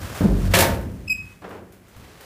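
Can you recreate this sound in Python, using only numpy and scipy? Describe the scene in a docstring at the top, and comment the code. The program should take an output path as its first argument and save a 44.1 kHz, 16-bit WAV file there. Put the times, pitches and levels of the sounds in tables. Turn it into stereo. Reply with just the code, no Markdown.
"""In a small hard room a steel bolt scrapes on a sheet-metal door: filtered noise, over a low rumble and hiss.
Light ticks, noise bursts, recur. The shoved sheet booms through its modes, groans in harmonics of
a gliding pitch and judders in its frame by stick-slip pulses, then breaks free in a rapid clatter of impacts.
The turning door rubs faintly; its hinge squeaks as a harmonic tone that leaves pin and room ringing.
Dull knocks of decaying noise follow, then a rustle as the door swings wide, and one soft bump."""
import sys
import numpy as np
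from scipy import signal
from scipy.fft import rfft, irfft, next_fast_len
from scipy.io import wavfile
from scipy.ndimage import uniform_filter1d, map_coordinates

SR = 44100
rng = np.random.default_rng(int(sys.argv[2]) if len(sys.argv) > 2 else 0)


def persist_wave(psi):
    """Save psi, clipped to +-1, as 16-bit WAV."""
    counts = np.round(np.clip(psi, -1, 1) * 32767).astype(np.int16)
    wavfile.write(sys.argv[1], SR, np.atleast_2d(counts).T)


N = 99225  # samples, 2.25 s


def amp(db):
    """Logarithmic level: decibels to amplitude ratio."""
    return 10 ** (np.asarray(db) / 20)


def unit(x):
    """Normalization: scale to a root-mean-square value of 1."""
    return x / np.sqrt(np.mean(x ** 2) + 1e-20)


def along(points, hz):
    """Interpolation of (f/Hz, value) points on a logarithmic frequency axis."""
    f, value = np.transpose(points)
    return np.interp(np.log(hz + 1), np.log(f + 1), value)


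def curves(rows):
    """Linear interpolation in time: one value per sample for each column after t/s."""
    seconds, *columns = np.transpose(rows)
    t = np.arange(N) / SR
    return [np.interp(t, seconds, column) for column in columns]


def wobble(rate):
    """Band-limited fluctuation: a smooth curve through random knots, rate of them per second."""
    knots = rng.standard_normal(int(N * rate / SR) + 4)
    return map_coordinates(knots, [np.arange(N) * rate / SR])


def filtered(x, response):
    """Linear filtering: the spectrum of x is multiplied by a response of frequency."""
    padded = next_fast_len(N + SR // 2)
    hz = np.fft.rfftfreq(padded, 1 / SR)
    return irfft(rfft(x, padded) * response(hz), padded)[..., :N]


def add(out, s, x):
    """Superposition: x is mixed into out from s seconds on."""
    start = int(np.clip(round(s * SR), 0, N - 1))
    out[:, start:] += x[..., :N - start]


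# Correlation of left and right channels: f/Hz, likeness (1 alike, 0 unrelated)
CHANNEL_LIKENESS = [(130, 0.9), (290, 0.9), (640, 0.16), (1400, 0.041), (15000, 0)]
BITE_HZ, BITE_OCTAVES = 2500, 0.76  # centre and width of an optional boost


def noise(spectrum, tilt_db=0, bite_db=0):
    """Diffuse-field coherence: stereo noise of rms 1, alike in the bass, unrelated in the treble."""
    def response(hz):
        angle = np.arccos(np.clip(along(CHANNEL_LIKENESS, hz), -1, 1)) / 2
        bite = bite_db * np.exp(-(np.log2((hz + 1) / BITE_HZ) / BITE_OCTAVES) ** 2)
        tilt = tilt_db * np.log2(1 + hz / 1000)
        return amp(along(spectrum, hz) + tilt + bite) * [np.cos(angle), np.sin(angle)]

    mid, side = filtered(rng.standard_normal((2, N)), response)
    return unit(np.array([mid + side, mid - side]))


# Decay time to -60 dB of door and room, before each sound's stretch factor: f/Hz, t60/s
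DECAY_TIME = [(60, 0.86), (160, 1.68), (420, 0.89), (1100, 0.58), (2900, 0.41), (7700, 0.34), (15000, 0.34)]


def dying(x, stretch=1):
    """Frequency-dependent damping: each band of x decays exponentially at the pace of door and room."""
    hz, t, bands = signal.stft(x, SR, nperseg=512)
    t60 = stretch * along(DECAY_TIME, hz)[:, None]
    return signal.istft(bands * amp(-60 * t / t60), SR, nperseg=512)[1][:, :N]


def blow(spectrum, fast_db, fast_t60, attack_s, stretch=1, tilt_db=0, bite_db=0):
    """Impact excitation: a short burst and the dense reverberant ringing that it leaves."""
    t = np.arange(N) / SR
    burst = 1 + amp(fast_db - 60 * t / fast_t60)
    attack = 1 - np.exp(-t / attack_s)
    return dying(noise(spectrum, tilt_db, bite_db), stretch) * burst * attack


def gliding(rows, jitter):
    """Phase as the integral of frequency: phase and level of a short rubbed note with jittered pitch."""
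    hz, db = curves(rows)
    t = np.arange(N) / SR
    phase = 2 * np.pi * np.cumsum(hz * (1 + jitter * wobble(550))) / SR
    sounding = (t > rows[0][0]) & (t < rows[-1][0])
    return phase, np.sqrt(2) * amp(db) * sounding


def answer(tone, body):
    """Convolution with an impulse response: a body's ringing after a tone, as strong as the tone."""
    echo = signal.fftconvolve(tone[None], body, axes=1)[:, :N]
    return echo * tone.std() / echo.std(axis=1, keepdims=True)


# Spectrum of the room's hiss: f/Hz, relative level/dB
HISS_TONE = [(60, -20), (100, -9), (250, -9), (520, -9), (1100, -17), (2000, -16), (4000, -26), (9000, -26),
             (15500, -28)]
HISS_DB = -55.5


def room_hiss():
    """Stationary background noise: the quiet hiss of the room."""
    return amp(HISS_DB) * noise(HISS_TONE)


# Level of the sliding bolt, before its gain and final fade: t/s, level/dB
SLIDE = [(0.0, -46.5), (0.02, -39), (0.144, -41), (0.154, -36), (0.266, -41.5), (0.326, -45.5),
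         (0.464, -40.5), (0.5, -45.5), (0.53, -34)]
# Spectrum of the scrape: f/Hz, relative level/dB
SCRAPE_TONE = [(120, -45), (200, -4.5), (471, -7.5), (554, -3), (923, -7), (1170, -5), (1680, -7),
               (1950, -10.5), (14700, -22), (15500, -23)]
SLIDE_GAIN_DB, SLIDE_END_S, SLIDE_FADE_DB_PER_S = 5, 0.514, 156


def bolt_scrape():
    """Sliding friction: roughness of the bolt's path gives grainy noise, which fades after the slide."""
    t = np.arange(N) / SR
    fade_db = SLIDE_FADE_DB_PER_S * np.maximum(t - SLIDE_END_S, 0)
    level_db = curves(SLIDE)[0] + SLIDE_GAIN_DB - fade_db
    return amp(level_db + 1.36 * wobble(400)) * noise(SCRAPE_TONE)


# Mean level of the handled sheet's rumble: t/s, level/dB
HANDLING = [(0, -34.5), (.2, -36), (.7, -25), (.98, -34.5), (1.15, -42), (1.4, -50.5), (1.85, -55.5),
            (2.25, -52)]
# Spectrum of the rumble: f/Hz, relative level/dB
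RUMBLE_TONE = [(20, -37), (48, -1), (68, -2), (98, 1.5), (135, -6), (190, -9), (300, -21), (700, -53.5),
               (2000, -62.5)]


def sheet_rumble():
    """Low-frequency plate vibration: the handled sheet rumbles with a slow random level."""
    level_db = curves(HANDLING)[0] + 1.5 * wobble(22)
    return amp(level_db) * noise(RUMBLE_TONE)


# Ticks of the loose bolt, before a common gain: t/s, level/dB
TICKS = [(.148, -46.5), (0.182, -41), (0.514, -50), (.745, -44), (.812, -49), (.916, -56.5), (1.492, -54),
         (1.659, -72), (1.723, -53), (1.883, -56.5), (1.965, -53), (2.209, -48)]
# Spectrum of a tick: f/Hz, relative level/dB
TICK_TONE = [(300, -14), (1500, 8), (4000, -2), (9000, -1), (15000, 0)]


def bolt_ticks():
    """Brief contact of light, hard bodies: the loose bolt gives short, treble-rich impacts."""
    out = np.zeros((2, N))
    for s, db in TICKS:
        tick = blow(TICK_TONE, fast_db=11, fast_t60=0.0077, attack_s=0.00065)
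        add(out, s, amp(db + 3) * tick)
    return out


# Natural modes of the door: f/Hz, level/dB (varied at random per blow), t60/s, left minus right level/dB
DOOR_MODES = [(90.7, -2.5, 0.59, -2), (94.6, -3, 1.1, -2), (171.6, 1, 0.41, -2), (183, -0.5, 0.69, 0),
              (195.7, -2.5, 1.23, -2), (294.6, -24, 1.5, 2), (345.3, -5.5, 0.9, 3), (400.8, -4, 0.88, -7.5),
              (535, 4, 0.4, -1), (647, -8, 0.5, -9), (674, -2, 0.35, 16.5), (914, 0, .45, 5),
              (1716, 1, .35, -1.5), (2214, 1.5, 0.22, -0.5)]


def panel(soft_hz):
    """Modal superposition: damped sines rung once; a soft contact excites the high modes less."""
    t, out = np.arange(N) / SR, np.zeros((2, N))
    sides = np.array([[.5], [-.5]])
    draws = rng.standard_normal((len(DOOR_MODES), 3))
    for (hz, db, t60, pan_db), (level, phase, apart) in zip(DOOR_MODES, draws):
        # unlike channels differ in phase
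        angle = np.arccos(np.clip(along(CHANNEL_LIKENESS, hz), -1, 1))
        spread = angle * np.sign(apart) * sides
        gain = amp(db + level + pan_db * sides) / (1 + (hz / soft_hz) ** 2)
        ring = np.sin(2 * np.pi * hz * t + np.pi * phase + spread)
        out += gain * amp(-60 * t / t60) * ring
    return out * (1 - np.exp(-t / 0.0011))


# Shoves against the sheet: t/s, level/dB
SHOVES = [(.207, -21.5), (.223, -24.5), (.245, -21.5)]
# Spectrum of the boom: f/Hz, relative level/dB
BOOM_TONE = [(30, -19.5), (87, 0.5), (140, -5), (190, -4.5), (300, -8.5), (380, -6), (480, -15.5),
             (650, -16), (900, -22), (1500, -28.5), (5000, -58), (11000, -90)]
SHOVE_RING_DB, SHOVE_SOFT_HZ = -3, 302


def shove():
    """Soft impact on a plate: the pushed sheet booms, its low modes favoured."""
    out = np.zeros((2, N))
    for s, db in SHOVES:
        thud = blow(BOOM_TONE, fast_db=1.5, fast_t60=0.13, attack_s=0.001, stretch=0.86)
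        ring = amp(SHOVE_RING_DB) * panel(SHOVE_SOFT_HZ)
        add(out, s, amp(db) * (thud + ring))
    return out


# Groan of the stuck sheet, pitch before jitter: t/s, f/Hz, level/dB
GROAN = [(.207, 94.83, -26.5), (.228, 93, -32), (.24, 92.6, -17), (.254, 100.3, -15), (.268, 96, -14.5),
         (.285, 93.5, -34), (.32, 97, -42)]
# Its harmonics: multiple of the pitch, relative level/dB
GROAN_PARTIALS = [(1, -1.5), (2, 0), (4, -21.5)]
GROAN_JITTER = .03  # fraction of the pitch


def groan():
    """Frictional self-oscillation: the stuck sheet groans against its frame in low harmonics."""
    phase, level = gliding(GROAN, GROAN_JITTER)
    partials = 0
    for k, db in GROAN_PARTIALS:
        partials = partials + amp(db) * np.sin(k * phase + rng.uniform(0, 2 * np.pi))
    return level * partials


# Slipping of the door's edge along the frame: t/s, slip rate f/Hz, level/dB
JUDDER = [(.28, 50, -23), (.315, 48, -17.5), (.38, 47, -18), (.42, 43, -22.5), (.46, 45, -20.5),
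          (.515, 52.4, -18.5), (.54, 52, -24)]
# Spectrum of the sheet's response to a slip: f/Hz, relative level/dB
JUDDER_TONE = [(25, -14), (45, 7.5), (92, 5), (140, -10.5), (190, 1.5), (260, -20.5), (500, -20.5),
               (1000, -40), (3000, -58)]
SLIP_SCATTER_S, SLIP_SCATTER_DB = 0.00073, 1.5
BEND_DELAY_S = .012  # at 100 Hz


def judder():
    """Stick-slip with dispersion: each slip jolts the sheet, whose high bending waves travel faster."""
    rate, db = curves(JUDDER)
    t = np.arange(N) / SR
    touching = (t > JUDDER[0][0]) & (t < JUDDER[-1][0])
    slip_count = np.cumsum(rate * touching) / SR
    slips = np.flatnonzero(np.diff(np.ceil(slip_count)))
    late, size = rng.standard_normal((len(slips), 2)).T
    at = np.clip(slips + late * SLIP_SCATTER_S * SR, 0, N - 1).astype(int)
    # dividing by the root of the rate keeps the power even
    jolts = np.bincount(at, amp(SLIP_SCATTER_DB * size) / np.sqrt(rate[at]), N)

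    def bending(hz):
        # group delay falls as 1 / sqrt(frequency)
        dispersion = np.exp(-4j * np.pi * BEND_DELAY_S * 10 * np.sqrt(hz))
        return amp(along(JUDDER_TONE, hz)) * dispersion

    flex = unit(filtered(jolts, bending)) * np.sqrt(touching.mean())
    return flex * amp(db) * uniform_filter1d(1. * touching, size=200)


# Clashes as the door comes free: t/s, level/dB, treble tilt/(dB per octave), bite/dB
CLASHES = [(0.5366, -14.5, 1.3, 8.5), (.549, -18, 1.9, 1), (.567, -20, 1.5, 0), (.5865, -16, 1.9, -2),
           (.604, -15.5, 7.3, 8), (.621, -17.5, -2.5, -2)]
# Spectrum of a clash before tilt and bite: f/Hz, relative level/dB
CLASH_TONE = [(29, -54.5), (50, -42), (70, -11), (137, -30), (178, -10), (288, -17), (394, -13),
              (455, -16.5), (538, -10), (735, -17), (1340, -17), (1740, -13.5), (2110, -19), (12200, -28.5),
              (15500, -32)]
CLASH_FAST_DB, CLASH_FAST_T60, CLASH_RING_DB = 4.5, 0.092, -11  # dB, s, dB


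def clatter():
    """Repeated hard impact: bolt, hasp and door edge clash in quick succession, ringing the modes."""
    out = np.zeros((2, N))
    for s, db, tilt, bite in CLASHES:
        crash = blow(CLASH_TONE, CLASH_FAST_DB, CLASH_FAST_T60, attack_s=0.0015,
                     stretch=0.97, tilt_db=tilt, bite_db=bite)
        ring = amp(CLASH_RING_DB) * panel(soft_hz=6000)
        add(out, s, amp(db) * (amp(-1) * crash + ring))
    return out


# Mean level of the rub while the door turns: t/s, level/dB
TURN = [(.75, -64.5), (.85, -53), (.95, -53.5), (1.22, -53.5), (1.31, -50), (1.38, -58.5), (1.55, -54),
        (1.64, -69), (1.8, -67)]
# Spectrum of the rub: f/Hz, relative level/dB
TURN_TONE = [(300, -31), (1000, 1), (2000, -1), (4000, -8.5), (9000, -11), (15500, -14.5)]


def turning_rub():
    """Friction noise: the turning door rubs faintly with a random level."""
    level_db = curves(TURN)[0] + 1.7 * wobble(300)
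    return amp(level_db) * noise(TURN_TONE)


# Hinge squeak, pitch before jitter: t/s, f/Hz, level/dB
SQUEAK = [(1.071, 2550, -81), (1.078, 2530, -31), (1.085, 2620, -25), (1.092, 2510, -48),
          (1.099, 2534, -18.5), (1.108, 2511, -17.5), (1.129, 2556, -20.5), (1.14, 2490, -73),
          (1.156, 2430, -42), (1.165, 2580, -60)]
# Its harmonics: multiple of the pitch, relative level/dB (flutters above the first)
OVERTONES = [(1, 1), (2, -11.5), (3, -15), (4, -21.5), (5, -23), (6, -34)]
SQUEAK_JITTER = 0.0064  # fraction of the pitch
SQUEAK_DRY_DB, SQUEAK_ROOM_DB = -5, -8.5
OVERTONE_FLUTTER_DB, FLUTTER_PER_S = 3.5, 170  # the rub is uneven in its overtones
PIN_HZ, PIN_T60, PIN_DB = 2550, 0.44, -9.5  # Hz, s, dB


def hinge():
    """Friction-driven resonance: a dry hinge sings in harmonics; its pin and the room ring on."""
    phase, level = gliding(SQUEAK, SQUEAK_JITTER)
    t = np.arange(N) / SR
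    channel_phase = np.array([[0], [1]])
    pin = amp(-60 * t / PIN_T60) * np.sin(2 * np.pi * PIN_HZ * t + channel_phase)
    room = dying(noise([(100, 0.0041), (16000, 0.0055)]), stretch=0.82)  # nearly white
    tones = []
    for k, db in OVERTONES:
        flutter_db = (k > 1) * OVERTONE_FLUTTER_DB * wobble(FLUTTER_PER_S)
        tones.append(level * amp(db + flutter_db) * np.sin(k * phase))
    sung = sum(amp(SQUEAK_DRY_DB) * tone + amp(SQUEAK_ROOM_DB) * answer(tone, room) for tone in tones)
    return sung + amp(PIN_DB) * answer(tones[0], pin)


# Knocks of the swinging door, before a common gain: t/s, level/dB
KNOCKS = [(1.301, -60), (1.419, -43), (1.441, -37), (1.474, -45), (1.506, -38), (1.547, -43.5),
          (1.578, -49)]
# Spectrum of a knock: f/Hz, relative level/dB
KNOCK_TONE = [(47, -37), (80, -4), (112, -2.5), (131, -58), (180, 3), (257, -8), (404, 0), (483, -1.5),
              (1580, -9.5), (9000, -40.5), (11700, -85), (19800, -120)]


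def knocks():
    """Impact with weak treble: the swinging door gives dull knocks."""
    out = np.zeros((2, N))
    for s, db in KNOCKS:
        knock = blow(KNOCK_TONE, fast_db=-3, fast_t60=0.2, attack_s=0.00087)
        add(out, s, amp(db + 0.5) * knock)
    return out


# Mean level of the rustle as the door swings wide: t/s, level/dB
SWING = [(1.76, -81.5), (1.86, -56), (1.97, -50), (2.05, -46.5), (2.17, -47), (2.25, -43)]
# Spectrum of the rustle: f/Hz, relative level/dB
RUSTLE_TONE = [(88, -42), (150, -18), (217, -20), (274, -7), (308, -4.5), (411, -4.5), (1000, -8),
               (1980, -10.5), (15500, -27.5)]


def swing_rustle():
    """Amplitude-modulated noise: a rustle swells unevenly as the door swings wide."""
    level_db = curves(SWING)[0] + 1.3 * wobble(250)
    return amp(level_db) * noise(RUSTLE_TONE)


# Spectrum of the soft bump: f/Hz, relative level/dB
BUMP_TONE = [(20, -18), (45, -15), (85, -8), (170, -19), (400, -30.5), (2000, -66)]
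BUMP_S, BUMP_DB = 1.955, -43.5


def soft_bump():
    """Soft impact: a slow attack and a low spectrum make one gentle bump."""
    out = np.zeros((2, N))
    bump = blow(BUMP_TONE, fast_db=5, fast_t60=0.095, attack_s=.008, stretch=0.63)
    add(out, BUMP_S, amp(BUMP_DB) * bump)
    return out


def scene():
    """Linear superposition: all the door's sounds over the room's quiet hiss."""
    out = room_hiss() + bolt_scrape() + sheet_rumble() + bolt_ticks()
    out = out + shove() + groan() + judder() + clatter()
    return out + turning_rub() + hinge() + knocks() + swing_rustle() + soft_bump()


# Level difference of the two microphones: f/Hz, left minus right level/dB
MICROPHONE_BALANCE = [(130, 1), (290, 0), (640, 1), (1400, -0.5), (3100, -1), (15000, 1)]
TOP_HZ = 15500


def record(dry):
    """Transducer response: two slightly unlike microphones, a ceiling on amplitude and a band limit."""
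    sides = np.array([[.5], [-.5]])
    heard = filtered(dry, lambda hz: amp(along(MICROPHONE_BALANCE, hz) * sides))
    return filtered(np.clip(heard, -1, 1), lambda hz: hz < TOP_HZ)


dry = scene()
out = record(dry)
persist_wave(out)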